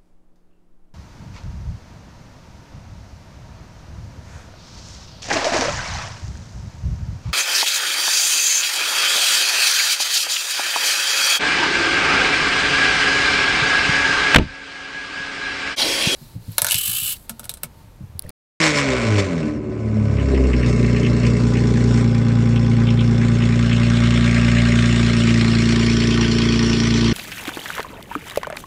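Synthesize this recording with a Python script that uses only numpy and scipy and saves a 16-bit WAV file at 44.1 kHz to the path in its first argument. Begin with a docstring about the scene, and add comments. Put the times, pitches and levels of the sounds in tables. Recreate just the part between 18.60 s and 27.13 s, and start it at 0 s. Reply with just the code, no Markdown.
"""On a quiet street, an open-exhaust V6 drops from a throttle blip, coasts and catches into a fast idle.
Each firing sends a pressure pulse down the pipes. The harmonics of this pulse train make a deep drone,
the pulses ring the modes of the pipes, and turbulent gas leaves the tips as rasp and hiss.
Late charges bang as the engine catches. The listener walks from the side, past the rear corner,
to right behind the tailpipes, where the gas sounds brighter and chuffs harder."""
import sys
import numpy as np
from scipy import signal
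from scipy.fft import rfft, irfft, next_fast_len
from scipy.io import wavfile
from scipy.ndimage import uniform_filter1d, map_coordinates

SR = 44100
rng = np.random.default_rng(int(sys.argv[2]) if len(sys.argv) > 2 else 0)


def dump_mix(stems):
    """Bounce the given channels to the path in sys.argv[1] as a 16-bit WAV at rate SR."""
    frames = np.atleast_2d(stems).T  # one column per channel
    limited = np.clip(frames, -1, 1)  # hard clip at full scale
    pcm = np.round(limited * 32767).astype(np.int16)
    wavfile.write(sys.argv[1], SR, pcm)


N = 376173
TIME = np.arange(N) / SR

# The unequal cylinders in firing order: pulse_db, rasp_db, hiss_db, header_delay_s
CYLINDERS = [(0, 2, 15, 0), (-0.5, 0, -12.5, .0001), (-0.5, 0.5, 15, -.0001), (-4, -3.5, -18, .0001),
             (0.5, -2.5, 6, .0001), (-6.5, -2.5, -11, -.0001)]
PULSE_DB, RASP_DB, HISS_DB, HEADER_DELAY_S = np.transpose(CYLINDERS)
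# Gas flow against idle, dying away after the blip and returning as the idle catches: time_s, flow_db
GAS_FLOW = [(0, 9.5), (.14, 5.5), (.3, 6.5), (.55, 3.5), (.66, 0), (.88, -5), (1.0, -14.5), (1.3, -10),
            (1.62, -4.5), (2.1, -1), (8.53, 1)]
# Spectra of rasp and hiss at the rear corner: frequency_hz, density_db
RASP_CORNER = [(410, -28), (700, -10), (900, -12.5), (1060, -13), (1200, -2.5), (1400, -2.5), (1700, -2),
               (2300, 1.5), (3600, -5), (4680, -36), (7920, -120)]
HISS_CORNER = [(1880, -30.5), (3200, -14.5), (4060, -2), (4820, -9.5), (5360, -2.5), (6070, -12),
               (6880, -7.5), (8560, -14), (10300, -35.5), (12500, -52), (15500, -84.5)]
LOUD_CYLINDER, LOUD_FIRING_S = 4, 5.879  # the cylinder that barks hardest, and one of its firings
FLARE_S = .0014  # build-up time of a puff of gas


def amp(db):
    """Decibels as an amplitude ratio."""
    return 10 ** (np.asarray(db) / 20)


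def unit(x):
    """x scaled to rms 1."""
    return x / np.sqrt(np.mean(x ** 2) + 1e-20)


def steady(x):
    """x with its slow level held at rms 1."""
    power = uniform_filter1d(uniform_filter1d(x * x, SR // 10), SR // 10)
    return x / np.sqrt(np.abs(power) + 1e-20)


def curve(rows):
    """Rows of time_s, value interpolated to every sample."""
    return np.interp(TIME, *np.transpose(rows))


def ramp(start_s, length_s):
    """0 before the start, rising to 1 over the length."""
    return np.clip((TIME - start_s) / length_s, 0, 1)


def bell(x, centre, half_width):
    """A Gaussian bump of height 1."""
    return np.exp(-np.minimum(((x - centre) / half_width) ** 2 / 2, 20))


def wobble(rate_hz):
    """A smooth random curve with rate_hz knots a second."""
    at = np.arange(0, N, SR // 200)
    knots = rng.standard_normal(int(N * rate_hz / SR) + 4)
    return np.interp(np.arange(N), at, map_coordinates(knots, [at * rate_hz / SR]))


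def filtered(x, response):
    """x through a complex frequency response."""
    size = next_fast_len(N + SR // 2)
    return irfft(rfft(x, size) * response(np.fft.rfftfreq(size, 1 / SR)), size)[:N]


def coloured(x, spectrum, size=8192):
    """x through a minimum-phase filter drawn as rows of frequency_hz, gain_db."""
    hz, db = np.transpose(spectrum)
    grid_hz = np.fft.rfftfreq(size, 1 / SR)
    gain_db = np.interp(np.log(grid_hz + 1), np.log(hz + 1), np.maximum(db, db.max() - 82.5))
    cepstrum = irfft(np.log(amp(gain_db)))
    cepstrum[1:size // 2] *= 2  # folding the cepstrum makes the filter causal
    cepstrum[size // 2 + 1:] = 0
    return signal.fftconvolve(x, irfft(np.exp(rfft(cepstrum))))[:N]


def viewpoints():
    """Crossfade weights of the side, the corner and behind as the listener walks."""
    # The walk: time_s, place (0 side, 1 corner, 2 or more behind)
    walk = [(0, 0.41), (1, 0.015), (4.4, 0.23), (5.4, 0.87), (6.1, 1.02), (6.7, 1.35), (7.7, 2.08),
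            (8.53, 2.6)]
    place = np.clip(curve(walk), 0, 2)
    return [np.maximum(1 - np.abs(place - k), 0) for k in range(3)]


def conditions(surge_db, rise_s):
    """The state: flow in dB, then weights of coasting and of idle low and high at side, corner, behind."""
    idle = ramp(start_s=1.485, length_s=.66)
    high = ramp(rise_s, length_s=.22)  # the listening point is raised
    side, corner, behind = [idle * weight for weight in viewpoints()]
    flow_db = curve(GAS_FLOW) + surge_db
    return np.array([flow_db, 1 - idle, side * (1 - high), side * high, corner, behind])


def gain(levels, state):
    """Amplitude from a slope against gas flow and a level for each weight of the state."""
    return amp(np.dot(levels, state))


def pulses(firings, cylinder_db, scatter_db, jitter):
    """An impulse per firing, sized and delayed by its cylinder and by chance (jitter in intervals)."""
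    number = np.arange(np.ceil(firings[0]), firings[-1]).astype(int)
    cylinder = number % len(CYLINDERS)
    timing, strength = rng.standard_normal((len(number), 2)).T
    fired_at = np.interp(number + jitter * timing, firings, np.arange(N))
    at = np.clip(fired_at + HEADER_DELAY_S[cylinder] * SR, 0, N - 2)
    size = amp(cylinder_db[cylinder] + scatter_db * strength)
    whole, fraction = at.astype(int), at % 1
    return np.bincount(whole, size * (1 - fraction), N) + np.bincount(whole + 1, size * fraction, N)


def drone(firings, rate_hz, state, travel_intervals=.68, lag_rad=1.51, waver_db=.66):
    """Resonance: the low orders of the pulse train swell as they cross the exhaust's standing waves."""
    # Standing waves of the whole exhaust: frequency_hz, half_width_hz, lift_db
    standing_waves = [(64.53, 5.18, 24), (103.54, 8.65, 17.5), (135.7, 9.7, 6), (164.6, 5.6, 5.5),
                      (220.4, 16, 9), (266.5, 9.5, 9.5), (306, 9.2, 6), (410, 26, 3)]
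    # Multiples of the firing rate, the halves due to the two unequal banks: order
    orders = [1, 1.5, 2, 2.5, 3, 4]
    # Levels before the lift: db_per_flow_db, coast_db, side_low_db, side_high_db, corner_db, behind_db
    order_levels = [(0.54, -35.5, -40.5, -41, -36.5, -37.5), (0.16, -47.5, -62, -63, -58.5, -60),
                    (1, -37.5, -22, -23, -24, -31.5), (0.6, -52, -29, -27, -35.5, -32.5),
                    (0.19, -37, -26.5, -29, -24.5, -31), (0.26, -41, -28.5, -28.5, -25.5, -27)]
    # Single orders swelling briefly during the run-down, the catch and the early idle:
    # centre_s, half_length_s, order, level_db
    swells = [(0.37, 0.082, .5, -32), (0.26, 0.026, 2, -50), (0.777, 0.046, 2, -25),
              (0.743, 0.028, 3, -27.5), (0.853, 0.018, 3, -26), (0.894, 0.056, 4, -28),
              (1.095, 0.1, 5, -30), (1.397, 0.052, 3, -22), (1.53, 0.082, 2, -25.5), (1.82, 0.064, 4, -31),
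              (1.74, 0.028, 6, -41), (2.7, .05, 8, -30)]

    def wave(order):
        return -np.sqrt(2) * np.cos(2 * np.pi * order * (firings - travel_intervals) - lag_rad)

    grid_hz = np.arange(SR // 40)
    lift_db = sum(db * bell(grid_hz, hz, width_hz) for hz, width_hz, db in standing_waves)
    stumble_db = 14 * bell(TIME, 1.41, .26)  # one bank lags, which lifts the half orders
    # the half orders fade through zero and invert as the one-bank chugging ends
    half_order_sign = 2 * ramp(start_s=1.69, length_s=.28) - 1
    out = np.zeros(N)
    for order, levels in zip(orders, order_levels):
        db = np.dot(levels, state) + np.interp(order * rate_hz, grid_hz, lift_db)
        imbalance = amp(stumble_db) * half_order_sign if order % 1 else 1
        out += amp(db + waver_db * wobble(15)) * imbalance * wave(order)
    for centre_s, half_length_s, order, db in swells:
        out += amp(db) * bell(TIME, centre_s, half_length_s) * wave(order)
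    return out


def burble(firings, state):
    """Amplitude modulation: each charge burns a little stronger or weaker, which roughens the drone."""
    # Spectrum of the low boom: frequency_hz, density_db
    boom = [(25, -51), (45, -25.5), (62, 3.5), (85, -6), (112, -1.5), (165, -5.5), (220, 1.5), (270, -2),
            (400, -9), (800, -72.5)]
    # Its level: db_per_flow_db, coast_db, side_low_db, side_high_db, corner_db, behind_db
    levels = (-0.14, -31, -24, -28.5, -32, -30)
    kicks = pulses(firings, np.zeros(len(CYLINDERS)), scatter_db=-1.5, jitter=.02)
    uneven = kicks * rng.uniform(-.7, 1, N)
    return gain(levels, state) * steady(coloured(uneven, boom))


def throat(firings, state, band_hz=(272, 437)):
    """Impulse excitation: the uneven pressure pulses ring the lower pipe modes."""
    # Pipe resonances: frequency_hz, width_hz, relative_db
    modes = [(318, 25, -7), (384.2, 16, 0), (414.6, 61, 1), (453, 74, -3.5)]
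    # Their joint level: db_per_flow_db, coast_db, side_low_db, side_high_db, corner_db, behind_db
    levels = (0.6, -30.5, -27.5, -35, -43, -35.5)

    def response(f):  # neighbouring modes alternate in sign
        return sum((-1) ** k * amp(db) * 1j * f * width / (hz * hz - f * f + 1j * f * width)
                   for k, (hz, width, db) in enumerate(modes))

    ring = filtered(pulses(firings, PULSE_DB, scatter_db=1.5, jitter=.017), response)
    band = signal.butter(3, band_hz, btype="band", fs=SR, output="sos")
    return gain(levels, state) * steady(signal.sosfilt(band, ring))


def ringing(drive, modes, state, db_per_flow_db):
    """Modal superposition: each narrow mode grows with gas flow and is heard best from its own place."""
    out = np.zeros(N)
    for hz, width_hz, *levels in modes:
        ring = drive
        for bandwidth_hz in (width_hz, 10 * width_hz):  # the wider pass steepens the skirts
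            ring = signal.lfilter(*signal.iirpeak(hz, hz / bandwidth_hz, SR), ring)
        out += gain([db_per_flow_db, *levels], state) * steady(ring)
    return out


def bark(firings, state, accent_db=13):
    """Forced resonance: one cylinder strikes the middle pipe modes hardest; gas flow keeps them alive."""
    # Pipe modes: frequency_hz, width_hz, coast_db, side_low_db, side_high_db, corner_db, behind_db
    modes = [(515.3, 16.6, -35.5, -36, -36.5, -45, -47.5), (576.6, 24, -32, -36, -47, -37, -45.5),
             (635.4, 18, -45, -57, -58, -43, -45.5)]
    cylinder_db = accent_db * (np.arange(len(CYLINDERS)) == LOUD_CYLINDER)
    kicks = pulses(firings, cylinder_db, scatter_db=6.5, jitter=.0091)
    return ringing(steady(kicks) + 1.36 * rng.standard_normal(N), modes, state, db_per_flow_db=.66)


def pipe_ring(firings, state):
    """Standing waves: the pulses and gas ring narrow, metallic-sounding upper pipe resonances."""
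    # Upper pipe modes: frequency_hz, width_hz, coast_db, side_low_db, side_high_db, corner_db, behind_db
    modes = [(801.6, 19, -50, -54, -42.5, -52, -55), (1018, 20, -41.5, -44, -44, -47.5, -53),
             (1147, 19, -45, -44, -49.5, -40, -46), (1284, 8.7, -48, -48.5, -53, -44, -48),
             (1492, 15, -45.5, -56, -46, -46.5, -42.5), (1614, 15, -54, -48, -53.5, -37, -52),
             (1855, 27, -65, -47.5, -60, -40, -41), (2166, 120, -49, -40, -51, -39, -43.5),
             (2634, 71, -55, -43.5, -54.5, -47.5, -68), (3440, 120, -62, -63, -51, -44, -42.5),
             (5420, 120, -69, -51, -54, -51, -52)]
    kicks = pulses(firings, RASP_DB, scatter_db=4.5, jitter=.0024)
    return ringing(steady(kicks) + rng.standard_normal(N), modes, state, db_per_flow_db=.82)


def fronts(firings, decay_s=.003, echo=.7, echo_s=.025, drift_hz=1.2):
    """Scattering: each cylinder's pressure front has its own impulse response, which slowly drifts."""
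    kicks = pulses(firings, RASP_DB, scatter_db=.5, jitter=.0018)
    t = np.arange(SR // 25) / SR
    envelope = (np.exp(-t / decay_s) + echo * np.exp(-t / echo_s)) * (1 - np.exp(-t / FLARE_S))
    nearest_cylinder = np.round(firings) % len(CYLINDERS)
    out = np.zeros(N)
    for cylinder in range(len(CYLINDERS)):
        own_kicks = kicks * (nearest_cylinder == cylinder)
        angle = wobble(drift_hz)
        for share in (np.cos(angle), np.sin(angle)):  # equal-power blend of two responses
            out += signal.oaconvolve(own_kicks * share, envelope * rng.standard_normal(len(t)))[:N]
    return steady(out)


def puffs(kicks, decay_s, floor):
    """Pulsed turbulence: noise flares after each kick and sinks to a floor in between."""
    t = np.arange(SR // 20) / SR
    flare = signal.oaconvolve(kicks, np.exp(-t / decay_s) * (1 - np.exp(-t / FLARE_S)))[:N]
    return steady((steady(flare) + floor) * rng.standard_normal(N))


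def slack(per_db=.3):
    """How far the gas flow has sunk below idle: the puffs then melt into a soft rush."""
    return np.maximum(-per_db * curve(GAS_FLOW), 0)


def mottled(x, depth_db):
    """Spectral fluctuation: each puff favours other pitches, in patches some 400 Hz by 25 ms."""
    spectrogram = signal.stft(x, nperseg=512)[2]
    patches = rng.standard_normal(spectrogram.shape)
    for _ in range(2):
        patches = uniform_filter1d(uniform_filter1d(patches, size=4, axis=0), size=4, axis=1)
    return signal.istft(spectrogram * amp(depth_db * unit(patches)), nperseg=512)[1][:N]


def lope(firings, swell_db=2.4, flutter_db=.6):
    """Amplitude modulation: the gas swells once an engine cycle, never quite alike."""
    cycle_rad = 2 * np.pi * (firings - LOUD_CYLINDER) / len(CYLINDERS)
    return amp(swell_db * np.cos(cycle_rad) + flutter_db * wobble(13))


def tailpipe(gas, spectra, echo, round_trip_hz):
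    """Reflection and directivity: gas noise echoes faintly in the pipe; its colour depends on place."""
    echoed = filtered(gas, lambda f: 1 / (1 - echo * np.exp(-2j * np.pi * f / round_trip_hz)))
    return steady(sum(weight * unit(coloured(echoed, spectrum))
                      for weight, spectrum in zip(viewpoints(), spectra)))


def rasp(firings, front, state, shock=1.15):
    """Pulsed jet noise: each pulse leaves the tailpipe as a steep front and a puff of turbulence."""
    # Rasp spectra at the side and behind: frequency_hz, density_db
    side = [(410, -30.5), (700, 3), (900, 1.5), (1400, 2.5), (1770, 3.5), (2170, 3.5), (2700, -0.5),
            (3030, -9.5), (3600, -12.5), (4680, -30), (7920, -120)]
    behind = [(410, -25.5), (700, -18.5), (940, -6), (1260, -5.5), (1410, -8.5), (1520, -3.5), (2230, -2),
              (2400, -0.5), (3100, -6.5), (3600, -6.5), (4680, -24), (7920, -120)]
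    # Rasp level: db_per_flow_db, coast_db, side_low_db, side_high_db, corner_db, behind_db
    levels = (1.07, -36.5, -38, -41.5, -28.5, -30)
    kicks = pulses(firings, RASP_DB, scatter_db=3, jitter=.0025)
    gas = shock * front + puffs(kicks, decay_s=.007, floor=.8 + slack())
    gas = mottled(gas, depth_db=3) * lope(firings)
    return gain(levels, state) * tailpipe(gas, [side, RASP_CORNER, behind], echo=.03, round_trip_hz=194.2)


def hiss(firings, front, state, shock=.7, even_above_hz=8500, even_share=.6):
    """Jet noise: the hiss pulses mostly with one bank, while its finest fizz streams on more evenly."""
    # Hiss spectra at the side and behind: frequency_hz, density_db
    side = [(1880, -35.5), (3200, -11), (3460, -7), (4010, -4.5), (4360, 0), (4790, -5), (5460, -0.5),
            (6110, -7), (7450, -5), (8790, -14.5), (11100, -37), (15500, -58.5)]
    behind = [(1880, -23), (3200, 2), (3820, -13), (4420, -2), (4820, -7), (5680, -3.5), (6480, -18.5),
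              (7350, -13), (8120, -25.5), (9140, -23), (11300, -46.5), (13900, -66), (15500, -86)]
    # Hiss level: db_per_flow_db, coast_db, side_low_db, side_high_db, corner_db, behind_db
    levels = (1.26, -42.5, -41, -46.5, -35.5, -29)

    def even_power(f):
        return even_share * (1 - 1 / (1 + (f / even_above_hz) ** 8))

    kicks = pulses(firings, HISS_DB, scatter_db=3, jitter=.015)
    jets = shock * front + puffs(kicks, decay_s=.004, floor=1.1 + slack())
    pulsing = filtered(unit(mottled(jets, depth_db=2.5)), lambda f: np.sqrt(1 - even_power(f)))
    stream = filtered(rng.standard_normal(N), lambda f: np.sqrt(even_power(f)))
    gas = (pulsing + stream) * lope(firings)
    return gain(levels, state) * tailpipe(gas, [side, HISS_CORNER, behind], echo=.023, round_trip_hz=864)


def buzz(firings, state, surge_db, level_db=-38, db_per_flow_db=1.55, turbulence=.15):
    """Nonlinear steepening: under throttle the pulses become like shocks, a buzz crackling in surges."""
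    # Spectra of the shock fronts and of their crackling top: frequency_hz, density_db
    shock_spectrum = [(450, -34.5), (850, -14), (1100, -1), (1600, 0), (2200, 7), (2900, -3), (4300, -10.5),
                      (5700, -16), (6300, -15), (7300, -10.5), (9000, -37), (11000, -44.5), (15500, -64)]
    crackle_spectrum = [(5000, -50), (8500, 1.5), (10000, 0.5), (12000, -11.5), (15500, -27)]
    kicks = pulses(firings, PULSE_DB, scatter_db=1, jitter=.0015)
    t = np.arange(SR // 100) / SR
    burst = rfft(np.exp(-t / .0014) * rng.standard_normal(len(t)))
    white_burst = irfft(burst / np.abs(burst))
    shocks = steady(signal.oaconvolve(kicks, white_burst)[:N])
    shocks += turbulence * puffs(kicks, decay_s=.002, floor=.4)
    body = steady(coloured(shocks, shock_spectrum))
    crackle = amp(-32 + 2 * surge_db) * steady(coloured(shocks, crackle_spectrum))
    flow_db, coasting = state[:2]
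    return coasting * amp(level_db + db_per_flow_db * flow_db) * (body + crackle)


def street(level_db=-52):
    """Ambient noise: the faint rush of the neighbourhood."""
    # Background spectrum: frequency_hz, density_db
    spectrum = [(20, -15), (60, -22.5), (300, -25), (1000, 12), (4000, -33), (9000, -35.5), (14000, -57)]
    return amp(level_db) * unit(coloured(rng.standard_normal(N), spectrum))


def surges():
    """Transient modulation: rough moments shift the gas flow and the pipe ringing, both in dB."""
    # Rough moments: centre_s, half_length_s, flow_db, ringing_db
    moments = [(0.06, 0.05, 4.5, -16), (0.186, 0.023, 4.5, -17), (0.597, 0.017, 4.5, 5.5),
               (1.725, 0.037, 1, 9), (1.832, 0.021, -0.5, 9), (2.08, 0.018, 2.5, -2), (2.666, 0.011, 3, -9),
               (3.376, 0.046, 2, 1)]
    return sum(np.outer([flow_db, ringing_db], bell(TIME, centre_s, half_length_s))
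               for centre_s, half_length_s, flow_db, ringing_db in moments)


def spits(rise_s=.0023, decay_s=.0035):
    """Turbulent bursts: now and then one puff cracks out harder than the rest."""
    # Spits of gas at the tailpipe: start_s, rasp_gain_db, hiss_gain_db
    events = [(.555, -16, -26), (.585, -16, -25), (.596, -16, -24), (3.548, -28, -29), (4.114, -21, -33),
              (5.506, -13.5, -24), (5.574, -14, -29), (5.881, -12, -25), (6.187, -11, -26),
              (6.81, -11.5, -24), (7.122, -13.5, -20), (7.784, -14.5, -21)]
    t = np.arange(SR // 30) / SR
    envelope = np.exp(-t / decay_s) * (1 - np.exp(-t / rise_s))
    body, fizz = np.zeros(N), np.zeros(N)
    for start_s, rasp_gain_db, hiss_gain_db in events:
        body[round(start_s * SR):][:len(t)] += amp(rasp_gain_db) * envelope
        fizz[round(start_s * SR):][:len(t)] += amp(hiss_gain_db) * envelope
    body *= unit(coloured(rng.standard_normal(N), RASP_CORNER))
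    fizz *= unit(coloured(rng.standard_normal(N), HISS_CORNER))
    return body + fizz


def overtones(firings, state, dispersion_rad=.458, waver_db=1.8):
    """Periodic forcing: as the idle firms, the pipes lock into clean overtones that vary with place."""
    # Multiples of the firing rate: order
    orders = [22 / 6, 23 / 6, 4.5, 5, 5.5, 6, 6.5, 7, 7.5, 8, 10]
    # Their levels at idle: side_low_db, side_high_db, corner_db, behind_db
    order_levels = [(-30, -44, -47, -48), (-34, -34, -40, -40), (-37, -33, -38, -40), (-36, -37, -41, -30),
                    (-44, -44, -46, -40), (-37, -42, -37.5, -28), (-36, -37.5, -39, -35.5),
                    (-36.5, -41, -42, -32), (-39, -41, -49, -36.5), (-45, -55, -62, -46),
                    (-52, -54, -45, -56)]
    place_weights = state[2:]
    out = np.zeros(N)
    for order, levels in zip(orders, order_levels):
        rms = np.dot(amp(levels), place_weights) * amp(waver_db * wobble(8))
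        out += np.sqrt(2) * rms * np.cos(2 * np.pi * order * firings - dispersion_rad * order ** 2)
    return out


def chuffs(firings, band_ratio=1.3):
    """Band-limited turbulence: a few puffs in a row rattle out harder around their own pitch."""
    # Runs of sharp puffs: centre_s, half_length_s, level_db, pitch_hz
    runs = [(1.6, .018, -36, 2260), (1.76, .014, -34, 2350), (1.855, .01, -37, 2230),
            (1.938, .008, -27, 2240), (2.04, .017, -31, 2210), (2.25, .009, -34, 2190),
            (2.292, .01, -33, 2070), (2.369, .011, -29.5, 2240), (2.455, .018, -31, 2430),
            (2.655, .02, -31, 2290), (2.969, .018, -33, 2200), (3.392, .015, -33, 1800),
            (3.718, .014, -37, 1790), (3.968, .011, -34, 2700), (4.225, .013, -34, 1740),
            (4.29, .02, -34, 2700), (4.402, .016, -32, 2900), (4.627, .016, -31, 2000),
            (4.824, .016, -31, 2390), (5.13, .018, -29, 2600), (5.676, .014, -26, 2020),
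            (5.777, .016, -25, 2000), (5.98, .014, -24, 2100), (6.698, .012, -26, 2290),
            (7.226, .01, -26, 2260), (7.429, .013, -26, 2500), (7.641, .018, -25, 2240)]
    kicks = pulses(firings, RASP_DB, scatter_db=1.5, jitter=.01)
    gas = puffs(kicks, decay_s=.005, floor=.9)
    out = np.zeros(N)
    for centre_s, half_length_s, level_db, pitch_hz in runs:
        near = slice(round(centre_s * SR) - SR // 10, round(centre_s * SR) + SR // 10)
        edges_hz = [pitch_hz / band_ratio, pitch_hz * band_ratio]
        band = signal.butter(4, edges_hz, btype="band", fs=SR, output="sos")
        envelope = amp(level_db) * bell(TIME[near], centre_s, half_length_s)
        out[near] += envelope * unit(signal.sosfilt(band, gas[near]))
    return out


def bangs(ring_hz=390, rise_s=.001, decay_s=.0059):
    """Damped oscillation: a late charge goes off in the pipe with a brief, hard ring."""
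    # Bangs as the engine catches: start_s, peak_db
    events = [(1.736, -12.5), (1.797, -15), (1.859, -14), (1.890, -15.5)]
    t = np.arange(SR // 30) / SR
    envelope = np.exp(-t / decay_s) * (1 - np.exp(-(t / rise_s) ** 2))
    ring = envelope * np.sin(2 * np.pi * ring_hz * t)
    out = np.zeros(N)
    for start_s, peak_db in events:
        out[round(start_s * SR):][:len(t)] += amp(peak_db) * ring / ring.max()
    return out


def scene(bark_surge=.34, hiss_surge=.92, exit_lag_intervals=.1):
    """Superposition: the count of firings times the exhaust; gas flow and place set its levels."""
    # Engine speed: time_s, firing_rate_hz
    speed = [(0.0, 162.5), (0.07, 156.3), (0.13, 147.8), (0.26, 135.5), (0.5, 107.7), (0.72, 87.6),
             (0.85, 74.8), (1.11, 74.7), (1.51, 69.9), (1.9, 63.8), (2.04, 60.6), (2.25, 59.39),
             (3.33, 59.23), (3.55, 58.05), (4.2, 57.98), (4.6, 58.16), (5.9, 58.62), (6.4, 58.26),
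             (6.85, 57.13), (7.3, 57.71), (8.53, 57.46)]
    rate_hz = curve(speed)
    firings = np.cumsum(rate_hz) / SR
    firings = firings - firings[round(LOUD_FIRING_S * SR)] + LOUD_CYLINDER
    at_tip = firings - exit_lag_intervals
    surge_db, ringing_db = surges()
    state = conditions(surge_db, rise_s=3.29)
    mode_state = conditions(surge_db, rise_s=2.72)  # the modes shift as soon as the rise begins
    front = fronts(at_tip) / (1 + slack())
    low = drone(firings, rate_hz, state) + burble(firings, state) + overtones(firings, state) + bangs()
    pipes = amp(ringing_db) * throat(firings, state)
    pipes += amp(bark_surge * ringing_db) * bark(at_tip, mode_state)
    pipes += pipe_ring(at_tip, mode_state)
    gas = rasp(at_tip, front, state)
    gas += amp(hiss_surge * surge_db) * hiss(at_tip, front, state)
    gas += chuffs(at_tip)
    return (low + pipes + gas + buzz(at_tip, state, surge_db) + spits() + street())[None]


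def record(dry, ceiling=.78, top_hz=15650):
    """Soft saturation rounds off the highest peaks, and a band limit removes the extreme treble."""
    rounded = dry[0] / (1 + (dry[0] / ceiling) ** 8) ** (1 / 8)
    fades = signal.windows.tukey(N, .0005)  # no click at either end
    return filtered(rounded * fades, lambda hz: hz < top_hz)[None]


dry = scene()
out = record(dry)
dump_mix(out)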